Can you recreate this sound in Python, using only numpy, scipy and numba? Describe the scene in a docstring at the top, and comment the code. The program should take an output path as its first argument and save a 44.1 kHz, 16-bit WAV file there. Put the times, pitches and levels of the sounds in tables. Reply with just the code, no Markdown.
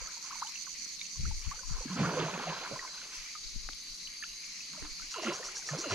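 """A hooked fish thrashes in a river pool by a wading angler: swarms of ringing bubbles follow surges and plunges,
with single plops and low gulps on top. Beside the pool a reel's ratchet slips: clicks ring its spool.
Wind noise rumbles on the microphone ports and short knocks tick on the housing.
Two cicadas on the bank sing in short phrases: clicks through body resonances. Farther off are a droning cicada,
a ticking bush cricket, two choirs of buzzing noise bands and a flickering valley bed."""
import sys
import numpy as np
from scipy import signal
from scipy.io import wavfile
from scipy.ndimage import uniform_filter1d
from numba import njit

SR = 44100
rng = np.random.default_rng(int(sys.argv[2]) if len(sys.argv) > 2 else 0)


def file_out(sig):
    """Save sig as 16-bit WAV at sys.argv[1]."""
    # one column per channel
    cols = np.atleast_2d(sig).T
    # limit, then scale
    lim = np.clip(cols, -1, 1)
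    pcm = np.round(lim * 32767).astype(np.int16)
    wavfile.write(sys.argv[1], SR, pcm)


N = 261954  # length in samples


def undb(db):
    """Amplitude from decibels."""
    return 10 ** (np.asarray(db) / 20)


def unit(x):
    """Scale to an RMS of 1."""
    return x / np.sqrt(np.mean(x ** 2))


def curve(rows):
    """Columns of a table as sample-rate curves; the first column is t/s."""
    s, *columns = np.transpose(rows)
    return [np.interp(np.arange(N) / SR, s, column) for column in columns]


def pan(x, db):
    """Level difference between the ports, left minus right in dB."""
    return x * undb(np.array([db / 2, -db / 2]).reshape(2, -1))


@njit
def svf(x, g, k):
    """State-variable band-pass, gain 1 at a centre that may move."""
    y, b, l = np.empty(len(x)), 0., 0.
    for i in range(len(x)):
        v = (b + g[i] * (x[i] - l)) / (1 + g[i] * (g[i] + k[i]))
        b = 2 * v - b
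        l += 2 * g[i] * v
        y[i] = k[i] * v
    return y


def band(x, hz, width):
    """Steep band: the resonance applied twice."""
    g = np.tan(np.pi * hz / SR) + np.zeros(N)
    k = width / hz + np.zeros(N)
    return svf(svf(x + 1e-18, g, k), g, k)


@njit
def rings(rows, life, length):
    """Damped sines that swell, glide in pitch and end life t60s after the swell.

    Rows: t/s, left, right, f/Hz, t60/s, rise/octaves per 10 ms, swell/s."""
    out = np.zeros((2, length))
    for s, left, right, hz, t60, rise, swell in rows:
        start, phase, end = int(s * SR), 0., t60 * life + swell
        for j in range(min(int(end * SR), length - start)):
            t = j / SR
            # the glide goes at most an octave above the named pitch
            phase += 2 * np.pi * hz * min(2 ** (rise * (t - t60 / 8) / .01), 2.) / SR
            onset = np.sin(np.pi / 2 * min(t / swell, 1.)) ** 2
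            decay = np.exp(-6.9 * max(t - swell, 0.) / t60)
            a = np.sin(phase) * decay * onset * (1 - (t / end) ** 4)
            out[0, start + j] += left * a
            out[1, start + j] += right * a
    return out


def walk(rate):
    """Random levels held 1 / rate s and slewed twice; spread about 0.75."""
    k = int(SR / rate)
    steps = np.repeat(rng.standard_normal(N // k + 1), k)
    return 1.01 * uniform_filter1d(uniform_filter1d(steps, k), k)[:N]


def clicks(rate, jitter, scatter_db, pattern_db):
    """A click train with uneven gaps and sizes, repeating a loudness pattern."""
    chance = rng.standard_normal((int(N / SR * rate * 1.1), 2))
    gaps = np.clip(1 + jitter * chance[:, 0], .1, 3)
    at = (np.cumsum(gaps) * SR / rate).astype(int)
    size = undb(scatter_db * chance[:, 1] + np.resize(pattern_db, len(at)))
    return np.bincount(at[at < N], size[at < N], N)


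def swells(s, db, rise_db_per_s, t60):
    """Envelopes that climb to each peak and die away, straight in dB, summed as power."""
    t, power = np.arange(N) / SR, np.zeros(N)
    for at, top, fade in np.broadcast(s, db, t60):
        # from 60 dB below the peak to 60 dB below it again
        near = slice(max(int((at - 60 / rise_db_per_s) * SR), 0), int((at + fade) * SR))
        late = t[near] - at
        slope_db = np.where(late < 0, rise_db_per_s * late, -60 * late / fade)
        power[near] += undb(2 * (top + slope_db))
    return np.sqrt(power)


def water():
    """The pool: churned swarms of bubbles, single ringing bubbles with their surface ticks, and gulps."""
    left, right = pan(churn() + plops() + gulps(), -2)
    # the pool lies a little to the right, so the left port hears it three samples late
    return np.array([np.roll(left, shift=3), right])


def churn():
    """Froth and spray follow the surges in clumps; large cavities follow the plunges of the body."""
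    # surges of churned water: t/s, froth level/dB, depth/0-1 (a few reach above 1),
    # spray against froth/dB, t60/s
    surges = [(0.0, -52.5, 0.58, -7, 0.97), (0.26, -56.5, 0.2, 1.5, 0.46), (0.324, -53.5, 0, -6, 0.96),
              (0.421, -54, 0.2, -10, 0.36), (0.5, -76, .2, 5, 0.52), (1.452, -57.5, 0.26, 7.5, 0.21),
              (1.518, -57.5, 0.58, -4, 0.66), (1.59, -72, 0.6, -10, 0.41), (1.69, -61, 0.2, 3, 1.3),
              (1.76, -54.5, 0.8, -6, 0.66), (1.819, -61, 0.7, -8, 0.2), (1.908, -47.5, 0.6, -4, 2.9),
              (1.985, -41.5, 1.0, -3, 1.6), (2.044, -40, 0.6, -17, 1.4), (2.126, -44, 1, -9, 1.1),
              (2.19, -41.5, 0.99, -2.5, 1.3), (2.34, -50.5, 0.5, -2, 1.4), (2.43, -45, 0.5, 0.5, 0.63),
              (2.497, -41.5, 0.95, -7, 0.6), (2.58, -48, 0.4, 0.5, 0.94), (2.65, -48, 0.5, -10, 0.44),
              (2.734, -51.5, 0.96, -8, 0.3), (2.83, -53.5, 0.6, -7, 1.3), (2.95, -59, 0.3, 3, .9),
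              (3.04, -60.5, 0.9, 8.5, 0.4), (3.14, -59.5, 0.6, 9, 0.79), (4.742, -60, 0.1, -12, 0.98),
              (4.85, -57, 0.96, 6, 0.19), (4.995, -64.5, 0.78, -6, 0.67), (5.152, -48, 0.3, 2, 0.75),
              (5.235, -46.5, 1, 0.5, 0.27), (5.274, -42, 0.92, -0.5, 0.66), (5.33, -51, 0.7, -15, 0.38),
              (5.44, -51, 0.8, -0.5, 0.67), (5.55, -56, 0.76, -14, 0.5), (5.696, -47, 0.74, -6.5, 0.69),
              (5.745, -50.5, 0.95, -1, 1.4), (5.843, -50.5, 0.97, -1, 0.58), (5.917, -43, 1.01, 3.5, 0.88),
              (5.94, -52, 1.1, -7, .6)]
    # plunges that open large cavities: t/s, level/dB, t60/s
    plunges = [(0.0, -77, 0.54), (1.488, -78, 0.15), (1.69, -58, 0.27), (1.875, -52, .2), (1.92, -41, .8),
               (2.01, -32, 0.42), (2.07, -40, 0.6), (2.21, -41, 0.65), (2.36, -52, .6),
               (2.489, -53.5, 0.63), (2.734, -49, 0.18), (4.742, -56, .5), (4.854, -75, 0.22),
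               (5.274, -53, 0.35), (5.34, -57, 0.22), (5.739, -44.5, 0.27), (5.918, -44.5, .4)]
    surge_rise_db_per_s, plunge_rise_db_per_s = 426, 309
    clump_db, clumps_per_s = 2.1, 28
    s, db, depth, spray_db, t60 = np.transpose(surges)
    coarse_db = -31 + 33 * depth  # deeper surges trap more of the larger air pockets
    fine, coarse, spray = (
        swells(s, db + share_db, surge_rise_db_per_s, t60) * undb(clump_db * walk(clumps_per_s))
        for share_db in (0, coarse_db, spray_db))
    s, db, t60 = np.transpose(plunges)
    cavity = swells(s, db, plunge_rise_db_per_s, t60)
    return (fine * swarm(600, 926.0, 1724.0, 23.9, 1.9, -5.5)
            + coarse * swarm(300, 348.0, 814.0, 15.6, 1.9, -5.0)
            + cavity * swarm(130, 136.0, 297.3, 23.0, 0.57, -12.0)
            + spray * swarm(1600, 1960.0, 3380.0, 10.8, 2.4, -7))


def swarm(rate, low_hz, high_hz, cycles, spread_db, hiss_db):
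    """Random bubbles of one size class, scattered over the pool, on a hiss of the same band."""
    width_db = 1.5  # greatest scatter to either side on each port
    u = rng.random((int(rate * N / SR), 6))
    hz = low_hz * (high_hz / low_hz) ** u[:, 1]
    size = undb(-spread_db * np.log(1 - u[:, 2]))
    t60 = cycles * (.5 + u[:, 3]) / hz
    rise = 0.018 * u[:, 4] / t60
    side = undb(width_db * (2 * u[:, 5] - 1))
    rows = np.column_stack([u[:, 0] * N / SR, size * side, size / side, hz, t60, rise, 1.86 / hz])
    grains = rings(rows, 0.77, N)
    centre_hz, hiss_hz = np.sqrt(low_hz * high_hz), 1.4 * (high_hz - low_hz)
    mid, wide = (band(rng.standard_normal(N) * undb(2.1 * walk(60)), centre_hz, hiss_hz) for _ in range(2))
    hiss = mid + 0.29 * wide * np.array([[1], [-1]])
    return unit(unit(grains) + undb(hiss_db) * unit(hiss))


def plops():
    """Single bubbles ring as trapped air pulsates; the drop that makes each one ticks on the surface."""
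    # single bubbles: t/s, level/dB, f/Hz, rise/octaves per 10 ms, t60/s
    bubbles = [(0.015, -53, 506, -0.011, 0.075), (0.074, -42.5, 1300, 0.048, 0.04),
               (0.085, -46, 1400, 0.37, 0.033), (1.053, -38, 2650, 0, .015),
               (0.17, -50.5, 950, 0.017, 0.05), (0.245, -48, 1080, -0.085, 0.053),
               (0.27, -53, 1355, 0.58, 0.036), (0.304, -42, 1150, 0.56, 0.051),
               (0.325, -39.5, 1124, 0.16, 0.075), (0.343, -45, 2320, 0.58, 0.021),
               (0.352, -43.5, 987, 0.27, 0.064), (0.277, -54, 870, -0.23, 0.037),
               (0.3844, -43, 2160, 0.13, 0.029), (0.418, -28, 916, 0.59, 0.04),
               (0.444, -43, 892, 0.06, 0.158), (0.469, -38.5, 3020, -0, .03), (0.479, -42, 3550, .1, .025),
               (0.491, -50, 1005, -0.2, 0.043), (0.557, -35, 2750, -0.031, .03),
               (0.5747, -41, 2650, .06, 0.036), (0.667, -46, 1490, .05, 0.024),
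               (0.674, -48.5, 1074, -0.16, 0.061), (0.9937, -33, 3750, .5, 0.02),
               (1.014, -36, 2290, 0, 0.035), (1.0136, -31.5, 3730, -0.15, 0.021),
               (1.154, -55, 1080, -0.033, .08), (1.25, -39.5, 1364, 0.41, 0.047),
               (1.31, -42.5, 883, -0.055, 0.055), (1.379, -44.5, 2210, .06, 0.041),
               (1.4242, -42.5, 2300, 0.06, .036), (1.446, -45, 3040, -0.037, .044),
               (1.513, -32.5, 1126, 0.15, 0.059), (1.535, -51, 860, 0.035, .09),
               (1.59, -40.5, 1495, -0.00022, .044), (1.632, -49, 1030, -0.039, .06),
               (1.445, -49, 2500, 0.097, .03), (1.448, -51, 1010, 0, 0.054), (1.556, -48, 1270, 0.2, 0.024),
               (1.574, -55, 500, -0.084, .06), (1.605, -56, 525, 0.1, 0.053), (1.742, -48, 1440, 0, .04),
               (1.764, -46, 1040, 0.022, 0.051), (1.785, -45, 1046, -0.13, 0.058),
               (1.806, -44, 502, -0.034, 0.086), (1.817, -43, 888, -0.13, 0.072),
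               (1.88, -44, 1650, -.03, 0.05), (1.913, -40.5, 1052, 0.069, .06),
               (1.963, -42, 1216, -0.15, 0.089), (1.999, -37.5, 1480, -0.024, 0.082),
               (2.058, -32, 1456, 0.12, 0.048), (2.106, -35, 931, 0.064, .04),
               (2.135, -34, 992, 0.068, 0.06), (2.209, -36, 930, 0.1, 0.044),
               (2.262, -36.5, 656, -0.043, 0.1), (2.335, -40, 944, .01, 0.095),
               (2.395, -34, 859, -0.084, .04), (2.435, -40, 1047, 0.06, 0.054),
               (2.468, -32.5, 740, 0.13, 0.09), (2.478, -35, 560, -0.11, 0.084),
               (2.58, -46, 1400, .03, .06), (2.621, -41.5, 814, 0.22, 0.076),
               (2.849, -38, 1020, -0.13, 0.036), (2.875, -46, 1530, .03, 0.067),
               (2.929, -53, 1080, -0, .05), (2.942, -48, 1500, -0.098, .04),
               (2.976, -48, 1520, 0.08, 0.075), (3.016, -45, 1430, -0.22, .04),
               (3.131, -46, 1560, -0.03, .04), (3.15, -52, 1006, .02, 0.071),
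               (5.142, -34.5, 1330, -0.099, .05), (5.159, -36, 1030, 0.06, .08),
               (5.183, -36, 650, -0.098, 0.062), (5.319, -37, 1003, -0, 0.1), (5.39, -46, 1000, 0.2, 0.042),
               (5.427, -41.5, 1870, 0.14, 0.045), (5.45, -46, 1150, 0.09, 0.054),
               (5.484, -41.5, 1386, 0.43, .04), (5.59, -52, 790, -.03, .05),
               (5.622, -49, 1510, -0.14, 0.043), (5.646, -47, 1960, -0.1, .04),
               (5.688, -40, 1255, -0.034, 0.09), (5.69, -45, 2270, 0.2, .03),
               (5.74, -37.5, 1250, 0.097, 0.046), (5.908, -32, 1410, 0.29, 0.04),
               (1.85, -36.5, 255, 0.036, 0.051), (2.009, -31.5, 113, -0.13, 0.11),
               (2.033, -31.5, 1137, 0.091, 0.094), (2.171, -29.5, 482, -0.072, 0.16),
               (2.195, -29, 377, -0.18, 0.066), (2.281, -35, 1010, .1, 0.083),
               (2.3391, -33.5, 2510, -0.0038, 0.022), (2.524, -34, 1017, 0.13, 0.077),
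               (2.718, -35.5, 560, 0.14, 0.089), (2.758, -36.5, 1026, 0.11, 0.056),
               (2.7921, -32.5, 1920, 0.016, 0.046), (2.824, -42.5, 1070, .13, 0.069),
               (2.8754, -41, 2160, -0.037, 0.052), (3.352, -36, 1237, -0.04, 0.07),
               (4.0731, -38.5, 2940, 0.1, 0.018), (4.225, -32, 1745, -0.018, 0.041),
               (4.2333, -36.5, 2250, 0.98, 0.023), (4.238, -41.5, 1455, 0.21, 0.058),
               (4.6054, -39.5, 2590, 0.0078, 0.036), (4.775, -52, 598, -0.1, 0.093),
               (4.82, -43.5, 301, .011, 0.2), (4.996, -42, 1315, -0.031, 0.029),
               (5.02, -44.5, 1506, 0.04, 0.052), (5.195, -36, 1027, -0.13, 0.046),
               (5.232, -34.5, 640, -0.17, 0.074), (5.265, -33.5, 1380, 0.056, 0.069),
               (5.28, -25.5, 351, 0, 0.092), (5.565, -43, 1630, -0.012, .04),
               (5.688, -32.5, 1777, -0.08, 0.051), (5.734, -29, 603, -0.1, 0.039),
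               (5.748, -33.5, 522, -0.07, 0.037), (5.841, -34, 1384, 0.031, 0.028),
               (5.909, -32, 1013, -0.028, 0.064), (5.924, -28, 410, -0.07, 0.087)]
    s, db, hz, rise, t60 = np.transpose(bubbles)
    # 2.4 ms at 1 kHz without a rise; larger bubbles swell slower, quick risers longer
    swell = 0.0024 * (1000 / hz) ** 0.95 * (1 + 3.94 * rise)
    size = undb(db)
    # each ring ends half a t60 after its swell
    single = rings(np.column_stack([s, size, size, hz, t60, rise, swell]), 0.5, N)[0]
    single = single * undb(2.5 * walk(140))  # the level flutters
    tick_size, tick_hz, tick_cycles = undb(db - 8.5), 1.54 * hz, 17
    tick_rows = np.column_stack([s, tick_size, tick_size, tick_hz, tick_cycles / tick_hz,
                                 0 * s, 0.33 / tick_hz])
    return single + rings(tick_rows, .6, N)[0]


def gulps():
    """Large air pockets open and close: low tones that swell and fade while the pocket changes size."""
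    # gulps: start t/s, length/s, peak level/dB before the wobble, first f/Hz, last f/Hz
    pockets = [(1.901, 0.065, -34.5, 199, 164), (1.943, 0.029, -38, 190, 285),
               (1.979, 0.077, -29, 253.4, 141), (2.056, 0.054, -34, 160, 176),
               (2.125, 0.046, -41, 151, 152), (2.165, 0.08, -35.5, 163, 159),
               (2.232, 0.07, -39.5, 155.5, 149), (2.325, 0.052, -46, 173, 161),
               (2.448, 0.087, -37.5, 163.6, 161), (5.157, 0.053, -42, 520, 290),
               (5.243, 0.057, -37, 242, 204), (5.29, 0.048, -39, 497, 790), (5.393, 0.032, -46.5, 407, 630),
               (5.469, 0.062, -55, 384, 356), (5.705, 0.069, -35.5, 145.6, 158),
               (5.76, 0.054, -38.5, 201, 480), (5.844, 0.048, -42, 685, 434),
               (5.857, 0.034, -41.5, 383, 220), (5.899, .055, -37, 111, 98)]
    bend = 1.22  # above 1 the pitch moves late
    out, wobble = np.zeros(N), undb(2.5 * walk(70))
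    for s, length, db, first_hz, last_hz in pockets:
        start = int(s * SR)
        along = np.arange(min(int(length * SR), N - start)) / (length * SR)
        hz = first_hz * (last_hz / first_hz) ** (along ** bend)
        tone = np.sin(2 * np.pi * np.cumsum(hz) / SR)
        out[start:start + len(along)] += undb(db) * np.sin(np.pi * along) * tone
    return out * wobble


def reel():
    """The pawl skips over the teeth and each click rings the spool."""
    # slips of the ratchet: start t/s, end t/s, first clicks per s, last clicks per s, relative level/dB
    slips = [(4.288, 4.347, 95, 35, -53), (5.14, 5.342, 98, 98, -46), (5.842, 5.94, 110, 95, -44.5)]
    out = np.zeros(N)
    for start, end, first, last, db in slips:
        teeth = np.cumsum(np.geomspace(first, last, int((end - start) * SR))) / SR
        at = np.searchsorted(teeth, np.arange(teeth[-1]))
        at = np.minimum(int(start * SR) + at, N - 1)
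        scatter_db = 1.1 * rng.standard_normal(50)[:len(at)]
        out[at] += undb(db + scatter_db) * np.sqrt(SR / first)
    return pan(5.5 * band(out, 2790, 355) + 0.25 * band(out, 9600, 3000), -.5)


def wind():
    """Slow pressure eddies, unrelated on the two ports; hard gusts add a higher, lumpy edge."""
    # gusts on the ports: t/s, rumble level/dB, left minus right/dB, hard edge level/dB
    gusts = [(0.0, -40, 4, -56), (0.74, -56, 9, -92), (1.201, -42, 9, -39.5), (1.236, -27, 1, -35),
             (1.275, -33, 5, -31), (1.33, -31, -5, -56), (1.38, -37.5, 14, -56),
             (1.477, -33.5, 12.5, -42.5), (1.64, -45, 16, -70), (1.713, -31, 10.5, -38.5),
             (1.79, -35.5, 2, -59), (2.719, -67, 7, -58), (2.81, -57, 3, -85), (3.18, -54, 9, -90),
             (3.46, -47, 4, -80), (3.51, -48, 2, -78), (3.57, -36.5, 4.5, -60), (3.66, -42, 7, -70),
             (3.73, -50, 10, -77), (3.9, -53, 3, -78), (4.09, -51, 9, -89), (4.32, -52.5, 0, -85),
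             (4.83, -40, 5, -50.5), (4.92, -49, -4, -80), (5.03, -47.5, 4, -90), (5.48, -54, 8, -88),
             (5.589, -58, 5, -87), (5.94, -54, 0, -92)]
    gust_rise_db_per_s, gust_t60_s = 448, 0.24
    edge_rise_db_per_s, edge_t60_s = 600, 0.15
    breeze_db, breeze_pan_db, breeze_waver_db = -66.5, 1.5, -2
    rattle_db = -9  # the edge's upper rattle against its lower part

    def eddy(hz, width, lumps_db):
        """Noise in one band with a lumpy level."""
        return unit(band(rng.standard_normal(N) * undb(lumps_db * walk(24.78)), hz, width))

    s, db, pan_db, edge_db = np.transpose(gusts)
    out = []
    for side in (.5, -.5):
        breeze = undb(breeze_db + side * breeze_pan_db + breeze_waver_db * walk(12))
        slow = np.hypot(breeze, swells(s, db + side * pan_db, gust_rise_db_per_s, gust_t60_s))
        edge = swells(s, edge_db + side * pan_db, edge_rise_db_per_s, edge_t60_s)
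        rumble = band(eddy(25, 26.6, 2.1), 25.6, 41)
        rough = eddy(68, 47, 3.1) + undb(rattle_db) * eddy(150, 56, 4.9)
        out.append(slow * rumble + edge * rough)
    return np.array(out)


def ticks():
    """Short knocks on the housing: damped tones falling in pitch."""
    # ticks close to the microphone: t/s, level/dB, f/Hz, left minus right/dB
    knocks = [(0.861, -45, 1500, 5), (0.862, -49.5, 258, -2), (2.713, -35.5, 565, -16),
              (3.689, -32.5, 1490, 19), (3.69, -41, 940, 5), (3.733, -30, 3800, 6), (4.735, -40, 1500, -5),
              (4.822, -42, 300, -9), (4.826, -36, 1800, -5), (3.557, -43, 193, -1.5),
              (3.694, -46.5, 293, -3)]
    s, db, hz, pan_db = np.transpose(knocks)
    left, right = undb(db + pan_db / 2), undb(db - pan_db / 2)
    return rings(np.column_stack([s, left, right, hz, 7 / hz, -.0015 * hz, 0.72 / hz]), .6, N)


def near_cicadas():
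    """Two singers on the bank, one to the right and one in front, each with its own ribs and body."""
    # phrases of each singer: t/s, length/s, level/dB at the start of the phrase
    right_phrases = [(0.004, 0.074, -52.5), (0.107, 0.075, -53), (0.218, 0.084, -51.5), (0.323, 0.085, -51),
                     (0.43, 0.078, -52.5), (0.542, 0.096, -52), (0.652, 0.095, -52.5), (0.771, 0.084, -51),
                     (0.875, 0.082, -52.5), (0.995, 0.081, -53.5), (1.096, 0.085, -53),
                     (1.201, 0.098, -54.5), (1.322, 0.085, -53.5), (1.437, 0.09, -55), (1.544, 0.074, -54),
                     (1.655, 0.084, -53), (1.762, 0.09, -54), (1.883, 0.079, -56), (1.99, 0.096, -54.5),
                     (2.11, 0.092, -55), (2.215, 0.09, -57.5), (2.316, 0.075, -59)]
    front_phrases = [(4.897, 0.079, -51), (5.008, 0.09, -50), (5.107, 0.071, -43.5), (5.221, 0.083, -42.5),
                     (5.329, 0.08, -41.5), (5.441, 0.087, -41), (5.551, 0.082, -40.5), (5.664, 0.099, -40),
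                     (5.78, 0.092, -39.5), (5.897, 0.12, -42)]
    # resonances of each body: f/Hz, width/Hz, relative level/dB
    right_body = [(6033, 290, 1.5), (6450, 540, 0.5), (6920, 160, -5.5), (7830, 190, -16.5),
                  (8700, 2400, -15.5), (4490, 390, -2.5), (11700, 3100, -28)]
    front_body = [(5850, 1100, 6), (8250, 740, -12.5), (7020, 150, -3), (4570, 700, 0.5), (9300, 1700, -20),
                  (11500, 2700, -32)]
    # loudness of successive rib clicks: level/dB
    right_pattern = [0, -6, -14, -4, -10, -15]
    front_pattern = [0, -2, -4, -13]
    right_ribs = clicks(513, .05, 1.2, right_pattern)
    right = singer(right_phrases, -17.5, right_body, right_ribs, edge_s=0.0051,
                   sag_db=-2.3, sag_at=0.46, glide_hz=130, waver_db=2.1)
    front_ribs = clicks(530, 0.1, 1.5, front_pattern)
    front = singer(front_phrases, -1.5, front_body, front_ribs, edge_s=.005,
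                   sag_db=10.2, sag_at=0.52, glide_hz=890, waver_db=1.4)
    return right + front


def singer(phrases, pan_db, body, ribs, edge_s, sag_db, sag_at, glide_hz, waver_db):
    """Rib clicks ring the body; the first mode glides up over the first half of each phrase."""
    t, gain, along = np.arange(N) / SR, np.zeros(N), np.ones(N)
    for s, length, db in phrases:
        inside = (t > s - edge_s) & (t < s + length + edge_s)
        along[inside] = np.clip((t[inside] - s) / length, 0, 1)
        # the level sags around sag_at of the phrase; a negative sag lifts it
        sag = sag_db / (1 + np.exp((sag_at - along) / 0.06))
        gate = np.clip(np.minimum(t - s, s + length - t) / edge_s / 2 + .5, 0, 1)
        gain += gate * undb(db - sag)
    glide = glide_hz * (np.minimum(2 * along, 1) - .5)
    song = 0
    for k, (hz, width, db) in enumerate(body):
        mode = unit(band(ribs, hz + glide * (k == 0), width))
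        song = song + undb(db + waver_db * walk(30)) * mode
    return pan(gain * unit(song), pan_db)


def drone():
    """A far cicada: fast clicks in a sharp resonance blur into a rough, wavering tone."""
    # the slowly wandering drone: t/s, level/dB, f/Hz
    drone_rows = [(2.6, -73, 6300), (2.95, -53, 6230), (3.14, -55, 6220), (3.3, -61, 6240),
                  (3.53, -57, 6190), (3.7, -59, 6150), (4.0, -59, 6230), (4.22, -50.5, 6340),
                  (4.4, -54, 6305), (4.8, -63, 6370), (5.0, -75, 6400)]
    db, hz = curve(drone_rows)
    tone = unit(band(clicks(520, 0.54, 2.0, [0]), hz + 20 * walk(6), 95))
    return pan(undb(db + 2.0 * walk(10.96)) * tone, -1.8)


def ticker():
    """A bush cricket: short wing scrapes, two strong and one faint, over a thin rasp."""
    # its scrapes: t/s, level/dB of the main wing mode, its f/Hz, upper mode against it/dB
    wing_rows = [(0, -78, 10600, 0), (.6, -71, 10500, -2), (1.1, -77, 10600, -9), (1.45, -73, 10700, -6),
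                 (2, -79.5, 10500, -9), (3.3, -78, 10500, -14), (3.7, -72.5, 10500, -9),
                 (4.3, -68.5, 10400, -6), (4.6, -72, 9900, -12), (5, -70, 10350, -6),
                 (5.94, -71.5, 10300, -10)]
    db, hz, upper_db = curve(wing_rows)
    scrape = uniform_filter1d(clicks(45.3, 0.06, 2.2, [0, -2, -12]), size=380)
    scrape = (scrape + 0.00083) * rng.standard_normal(N)  # the constant is the rasp
    wing = unit(band(scrape, hz, 1200)) + undb(upper_db) * unit(band(scrape, 12100, 800))
    return pan(undb(db) * wing, 8.5)


def far_chorus():
    """A low and a high choir of distant insects."""
    # each choir: t/s, level/dB, left minus right/dB
    low_rows = [(0, -52, 4), (1.1, -50, 3), (1.5, -54, 9), (1.85, -51.5, 5), (2.4, -48.5, 0.5),
                (3.0, -49.5, 1), (3.6, -49.5, 2.5), (4.3, -48, 1.5), (4.7, -48.5, 1.5), (5.25, -48, 1.5),
                (5.6, -52, 3), (5.94, -45, 1.5)]
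    high_rows = [(0, -62, 23), (1, -66, 26), (2, -62, 20), (2.5, -52, -2.5), (3, -54.5, -5),
                 (3.5, -51.5, -1), (4, -54, -1), (4.85, -52, -3), (5.3, -54, 0), (5.94, -51, 2)]
    low = choir(low_rows, 4461, 485, 226, drift_hz=54, waver_db=4.2, apart_db=0.73, count=8)
    high = choir(high_rows, 6402, 387, 200, drift_hz=39, waver_db=1.4, apart_db=2.0, count=5)
    return low + high


def choir(rows, hz, spread_hz, width, drift_hz, waver_db, apart_db, count):
    """Far insects, each buzzing in its own narrow band from its own side and wavering alone."""
    db, pan_db = curve(rows)
    out = 0
    for place, side in zip(np.linspace(-1, 1, count), rng.standard_normal(count)):
        centre = hz + spread_hz * place + drift_hz * walk(6)
        near, echo = (unit(band(rng.standard_normal(N) * undb(0.93 * walk(250)), centre, width))
                      for _ in range(2))
        voice = near + 0.57 * echo * np.array([[1], [-1]])
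        # voices at the edges of the pitch range are fainter
        level = undb(waver_db * walk(12) - 3.3 * place ** 2)
        out = out + pan(level, apart_db * side) * voice
    return pan(undb(db) * unit(out), pan_db)


def valley():
    """Third-octave noise bands that flicker alone; the bass is more alike left and right."""
    # leaves, river and far insects: f/Hz, relative level/dB per Hz
    spectrum = [(59, -52), (100, -23), (168, -7), (560, -22), (760, -23), (900, -26.5), (1030, -12.5),
                (1810, -22), (2230, -3.5), (3380, -16), (4420, -4), (5560, 0), (6440, -14), (7760, -18),
                (11100, -19), (13300, -40), (14500, -25)]
    f, level_db = np.transpose(spectrum)
    out = 0
    for hz in 140 * 2 ** np.arange(0, 6.7, 1 / 3):
        mid, side = (band(rng.standard_normal(N), hz, hz / 3) for _ in range(2))
        # bands above 5 kHz flicker less
        flicker_db = (2.53 * walk(9) + 2.5 * walk(40)) * min(5000.0 / hz, 1) ** .6
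        db = np.interp(np.log(hz), np.log(f), level_db) + flicker_db
        apart = min((hz / 12000.0) ** 0.22, 1)
        out = out + undb(db) * (mid + apart * side * np.array([[1], [-1]]))
    return pan(unit(out) * undb(-48), 0.64)


def banks(x, db):
    """Scattered echoes from trees and rocks: a decaying noise tail, different on each port."""
    t60_s = .22
    t = np.arange(int(.5 * SR)) / SR
    decay = np.exp(-np.log(1000) * t / t60_s) * np.clip(t / 0.0014, 0, 1)
    tail = rng.standard_normal((2, len(t))) * decay
    tail /= np.sqrt(np.sum(tail ** 2, axis=1, keepdims=True))
    return x + undb(db) * signal.fftconvolve(x.mean(axis=0)[None], tail, axes=1)[:, :N]


def scene():
    """Pool and reel echo off the banks, the nearer insects more faintly; the rest is added dry."""
    pool = banks(water() + reel(), -16)
    insects = banks(near_cicadas() + drone() + ticker(), -21)
    return pool + wind() + ticks() + insects + far_chorus() + valley()


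def record(dry):
    """The microphone signal loses its highest treble in a low-pass, then its top in a steeper one."""
    dull = signal.sosfilt(signal.butter(6, 13600, fs=SR, output="sos"), dry)
    return signal.sosfilt(signal.ellip(8, .2, 70, 15300, fs=SR, output="sos"), dull)


dry = scene()
out = record(dry)
file_out(out)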